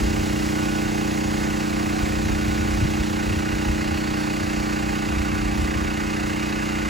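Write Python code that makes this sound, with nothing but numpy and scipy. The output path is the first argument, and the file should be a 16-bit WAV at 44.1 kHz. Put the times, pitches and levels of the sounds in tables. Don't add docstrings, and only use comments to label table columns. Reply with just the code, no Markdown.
import sys
import numpy as np
from scipy import signal
from scipy.fft import rfft, irfft, next_fast_len
from scipy.io import wavfile
from scipy.ndimage import uniform_filter1d, map_coordinates

SR = 44100
rng = np.random.default_rng(int(sys.argv[2]) if len(sys.argv) > 2 else 0)


def to_wav(sig):
    pcm = np.clip(np.atleast_2d(sig), -1, 1) * 32767
    pcm = np.round(pcm).astype(np.int16)
    wavfile.write(sys.argv[1], SR, pcm.T)


N = 303849


# t/s, speed/rpm
ENGINE_SPEED = [(0.0, 3692.8), (0.3, 3675.2), (0.9, 3681.5), (1.2, 3670.5), (2.1, 3678.2), (2.8, 3691.1),
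                (3.9, 3699.4), (4.2, 3661.8), (4.6, 3671.5), (5.4, 3653.8), (5.7, 3679.0), (6.0, 3672.3),
                (6.89, 3675.5)]

def engine_cycle():
    rpm, = in_time(ENGINE_SPEED)
    return np.cumsum(rpm / 120) / SR


# multiple of the firing rate, relative level/dB
EXHAUST_PARTIALS = [(1, -17), (2, -20.5), (3, -13), (4, -9.5), (5, -5.5), (6, -6.5), (7, 1.5), (8, -10),
                    (9, -13), (10, 2), (11, -4.5), (12, -18), (13, -9.5), (14, -12), (15, -20.5),
                    (16, -18.5), (17, -12), (18, -13.5), (19, -31.5), (20, -13.5), (21, -25.5), (22, -21.5),
                    (23, -16), (24, -25.5), (25, -17.5), (26, -12.5), (27, -23.5), (28, -25), (30, -22.5),
                    (35, -14), (38, -26.5), (39, -24), (48, -17.5), (59, -29.5)]

def exhaust(cycle, uneven_db=-0.15, waver_db=0.62, thump_partials=5):
    thump_at, pulse_at, sweep = .29, .411, .0051
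    ring_phase, out = silencer_phase(), 0
    for order, db in EXHAUST_PARTIALS:
        k = round(order)
        if k <= thump_partials:
            angle = 2 * np.pi * k * (cycle - thump_at)
        else:
            angle = 2 * np.pi * (k * (cycle - pulse_at) + sweep * k * k) + ring_phase[k]
        out = out + from_db(db + waver_db * k / 10 * drift(5)) * np.cos(angle)
    return rms_one(out * from_db(uneven_db * drift(30)))


def silencer_phase():
    level_db = np.interp(np.arange(65), *np.transpose(EXHAUST_PARTIALS))
    cepstrum = irfft(np.log(from_db(level_db)))
    return 2 * rfft(cepstrum[:len(cepstrum) // 2], len(cepstrum)).imag


# f/Hz, relative level/dB
RATTLE_SPECTRUM = [(120, -2.5), (450, -15), (620, -17.5), (760, -5), (950, -0.5), (1300, -0.5),
                   (1650, -2.5), (2050, 0.5), (2330, -4), (2780, -1.5), (3200, -13.5), (4600, -14.5),
                   (8000, -20.5), (15000, -37)]

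def casing(cycle, fires_at=0.96, rise_cycles=0.096, floor=.25, uneven_db=0.4, knock_db=-9.0):
    since_firing = (cycle - fires_at) % 1
    age = since_firing / rise_cycles
    burst = floor + age / (1 + age ** 2) * (1 - since_firing) * from_db(uneven_db * drift(30))
    rattle = rms_one(stereo_noise(apart_db=-40.0) * burst * from_db(uneven_db * drift(170)))
    clatter = coloured(rattle + from_db(knock_db) * knocks(cycle), RATTLE_SPECTRUM)
    return rms_one(filtered(clatter, panels))


# place in the cycle (0-1), relative level/dB
KNOCK_PATTERN = [(.02, 0.5), (.08, -4), (0.131, -5), (.68, 0.5), (0.879, 8)]

def knocks(cycle, uneven_db=1.5, jitter_s=.00005, ring_s=0.018):
    clicks, cycle_starts = np.zeros(N), np.arange(int(cycle[-1]))
    for place, db in KNOCK_PATTERN:
        late, force = rng.standard_normal((2, len(cycle_starts)))
        hits = np.interp(cycle_starts + place, cycle, np.arange(N)) + late * jitter_s * SR
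        clicks[np.clip(hits.astype(int), 0, N - 1)] += from_db(db + uneven_db * force)
    age = np.arange(SR // 10) / SR
    ring = rng.standard_normal(len(age)) * from_db(-60 * age / ring_s)
    return rms_one(signal.fftconvolve(clicks, ring)[:N])


# f/Hz, width/Hz, level/dB relative to the rattle
PANEL_MODES = [(796, 14, 5.5), (1470, 17, 6), (1817, 14, -9), (4630, 390, -5.5), (6810, 52, 4.5)]

def panels(hz):
    return 1 + sum(from_db(db) / (1 + 2j * (hz - centre) / width) for centre, width, db in PANEL_MODES)


# f/Hz, relative level/dB
HISS_SPECTRUM = [(150, 8.5), (700, 8.5), (2000, 3), (3300, 3), (5000, 1.5), (7000, 1), (8500, -2),
                 (10000, -4.5), (12000, -9), (16000, -9)]

def hiss(cycle, throb=0.1, flutter_db=.5):
    pulsing = 1 + throb * np.cos(2 * np.pi * (cycle - .2))
    air = coloured(stereo_noise(apart_db=-17.0), HISS_SPECTRUM)
    return from_db(flutter_db * drift(14)) * pulsing * air


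def swells(engine, count=16, low_hz=500, high_hz=6800, q=25, share_db=-16.0, swings_per_s=2.01):
    out = engine
    for hz in np.geomspace(low_hz, high_hz, count):
        band = signal.lfilter(*signal.iirpeak(hz, q, fs=SR), engine)
        out = out + band * from_db(share_db) * np.tanh(drift(swings_per_s))
    return out


# peak t/s, half length/s, f/Hz, width/Hz, level/dB of the added band
WHINE_CUES = [(1.26, 0.17, 6700, 140, 1), (4.25, .4, 4450, 200, -3), (5.3, 0.6, 1165, 21, 3)]

def whines(engine):
    t, out = np.arange(N) / SR, engine
    for peak_s, half_s, hz, width, db in WHINE_CUES:
        band = signal.lfilter(*signal.iirpeak(hz, hz / width, fs=SR), engine)
        out = out + band * from_db(db) * np.exp(-.5 * ((t - peak_s) / half_s) ** 2)
    return out


# start t/s, hold/s, level/dB
GUSTS = [(-.15, .15, -29.5), (2.02, 0.59, -30), (5.05, 0.51, -28)]
# t/s, half length/s, rumble level/dB, puff level/dB
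EDDY_HITS = [(.02, .03, -23, -33), (.19, 0.028, -26, -38), (1.28, .03, -31, -42),
             (2.027, 0.016, -22.5, -42), (2.19, .025, -27, -42), (2.318, .02, -22.5, -42),
             (2.49, .02, -25, -42), (2.62, .027, -29, -27), (2.837, .018, -29, -18), (3.01, .018, -24, -42),
             (3.3, 0.027, -23.5, -44), (3.37, .03, -28, -31), (3.527, .02, -26, -42),
             (3.7, 0.029, -21.5, -33), (3.94, 0.024, -27, -36), (4.59, .02, -27, -38),
             (5.188, 0.021, -28, -38), (5.6, .04, -30, -30), (5.765, .018, -32, -26)]
# f/Hz, relative level/dB
RUMBLE_SPECTRUM = [(12, -50), (28, -21), (40, -5), (58, 5), (80, -.5), (105, -4.5), (150, -24),
                   (300, -23.5), (700, -43), (4000, -100)]
# f/Hz, relative level/dB
PUFF_SPECTRUM = [(15, -48), (60, -9), (90, -0.5), (140, -14), (240, -16.5), (330, -31), (700, -57),
                 (4000, -100)]

def wind(breeze_db=-34, rise_s=0.16, fall_s=.25, gust_puff_db=-10, lumpy_db=3.5, steady_s=0.045):
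    t, gusts, out = np.arange(N) / SR, 0, 0
    for start, hold, db in GUSTS:
        corners = start + np.cumsum([0, rise_s, hold, fall_s])
        gusts = gusts + from_db(db) * np.interp(t, corners, [0, 1, 1, 0])
    lumps = from_db(lumpy_db * np.tanh(drift(15.0)))
    rumble = np.hypot(from_db(breeze_db), gusts) * lumps
    puffs = from_db(gust_puff_db) * gusts * lumps
    for peak_s, half_s, rumble_db, puff_db in EDDY_HITS:
        passing = np.exp(-.5 * ((t - peak_s) / half_s) ** 2)
        rumble = np.hypot(rumble, from_db(rumble_db) * passing)
        puffs = np.hypot(puffs, from_db(puff_db) * passing)
    for spectrum, envelope in ((RUMBLE_SPECTRUM, rumble), (PUFF_SPECTRUM, puffs)):
        turbulence = coloured(stereo_noise(apart_db=-12.0), spectrum)
        power = uniform_filter1d(np.mean(turbulence ** 2, axis=0), int(steady_s * SR))
        out = out + envelope * turbulence / np.sqrt(power + 1e-6)
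    return out


# t/s, blade-pass f/Hz, whirr level/dB
DRONE_FLIGHT = [(0, 77.5, -51), (1.3, 75, -43), (1.95, 75, -38), (2.45, 73.5, -45), (3.2, 75.5, -58),
                (6.89, 76, -67)]
# f/Hz, relative level/dB
WHIRR_SPECTRUM = [(75, -28), (230, 2), (530, 4), (680, -3), (760, 14), (850, -3), (1100, 4), (1500, 3),
                  (2300, -13)]

def rotors(count=6, mismatch=.004, wander=.003, fading_db=0.5):
    blade_hz, level_db = in_time(DRONE_FLIGHT)
    orders, one_pass, out = np.arange(1, 31), np.linspace(0, 1, 1024), 0
    gains = from_db(at_hz(WHIRR_SPECTRUM, orders * blade_hz.mean()))
    for trim in np.linspace(-1, 1, count):
        passes = np.cumsum(blade_hz * (1 + mismatch * trim + wander * drift(3))) / SR
        phases = rng.random((len(orders), 1))
        blade_pulse = gains @ np.cos(2 * np.pi * (np.outer(orders, one_pass) + phases))
        out = out + np.interp(passes % 1, one_pass, blade_pulse) * from_db(fading_db * drift(3.6))
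    return from_db(level_db) * rms_one(out)


# f/Hz, relative level/dB
DOWNWASH_SPECTRUM = [(100, -9), (450, -2), (620, -6), (780, 1.5), (1000, -4), (1500, -3.5), (2200, -12),
                     (3500, -31), (8000, -91)]

def downwash(level_db=-38.5):
    return from_db(level_db) * coloured(rng.standard_normal((2, N)), DOWNWASH_SPECTRUM)


# f/Hz, lead of the right/rad
STEREO_PHASE = [(0, 0), (300, 1.3), (600, 2.3), (1150, 3.0), (1400, 4.1), (1810, 5.4), (3500, 6.28),
                (7500, 6.28), (9000, 9.4), (15500, 19)]
# f/Hz, left minus right level/dB
STEREO_BALANCE = [(100, 8), (210, -1), (330, -1.5), (500, -1.5), (770, -7.5), (1300, -7), (1800, -3.5),
                  (2300, -0.5), (15000, 0)]

def stereo_image(x):
    def response(hz):
        tilt = from_db(at_hz(STEREO_BALANCE, hz) / 2)
        lag = np.interp(hz, *np.transpose(STEREO_PHASE))
        return np.array([tilt * np.exp(-1j * lag), 1 / tilt])
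    return filtered(x, response)


def reflections(x, count=7, latest_s=.012, echo_db=-19.0):
    lags = (rng.uniform(.1, 1, count) * latest_s * SR).astype(int)
    return x + from_db(echo_db) * sum(np.roll(x, lag, axis=-1) for lag in lags)


def mic_turn(start_db, db_per_s):
    return from_db(start_db + db_per_s * np.arange(N) / SR)


def stereo_noise(apart_db):
    return rms_one(rng.standard_normal(N) + from_db(apart_db) * rng.standard_normal((2, N)))


def drift(per_s):
    knots = rng.standard_normal(4096)
    positions = np.arange(0, N + 64, 64) * per_s / SR + 2
    return rms_one(map_coordinates(knots, [positions], order=3, mode="wrap").repeat(64)[:N])


def coloured(x, spectrum):
    return rms_one(filtered(x, lambda hz: from_db(at_hz(spectrum, hz))))


def filtered(x, response):
    size = next_fast_len(N + SR // 4, real=True)
    hz = np.arange(size // 2 + 1) * SR / size
    return irfft(rfft(x, size) * response(hz), size)[..., :N]


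def at_hz(points, hz):
    f, value = np.transpose(points)
    return np.interp(np.log(np.maximum(hz, 1)), np.log(f), value)


def in_time(rows):
    times, *columns = np.transpose(rows)
    return [np.interp(np.arange(N) / SR, times, column) for column in columns]


def from_db(db):
    return 10 ** (np.asarray(db) / 20)


def rms_one(x):
    return x / np.sqrt(np.mean(x ** 2) + 1e-20)


def scene():
    cycle = engine_cycle()
    rattle = mic_turn(start_db=-35, db_per_s=0.49) * casing(cycle)
    air = mic_turn(start_db=-34.5, db_per_s=-0.74) * hiss(cycle)
    clatter = reflections(rattle + air)
    exhaust_note = mic_turn(start_db=-23.5, db_per_s=-0.39) * exhaust(cycle)
    engine = whines(swells(exhaust_note + clatter))
    return stereo_image(engine + rotors()) + downwash() + wind()


def record(dry):
    low_cut = signal.butter(3, 32, "high", fs=SR, output="sos")
    high_cut = signal.ellip(12, .1, 90, 15850, fs=SR, output="sos")
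    return signal.sosfilt(high_cut, signal.sosfilt(low_cut, dry))


dry = scene()
out = record(dry)
to_wav(out)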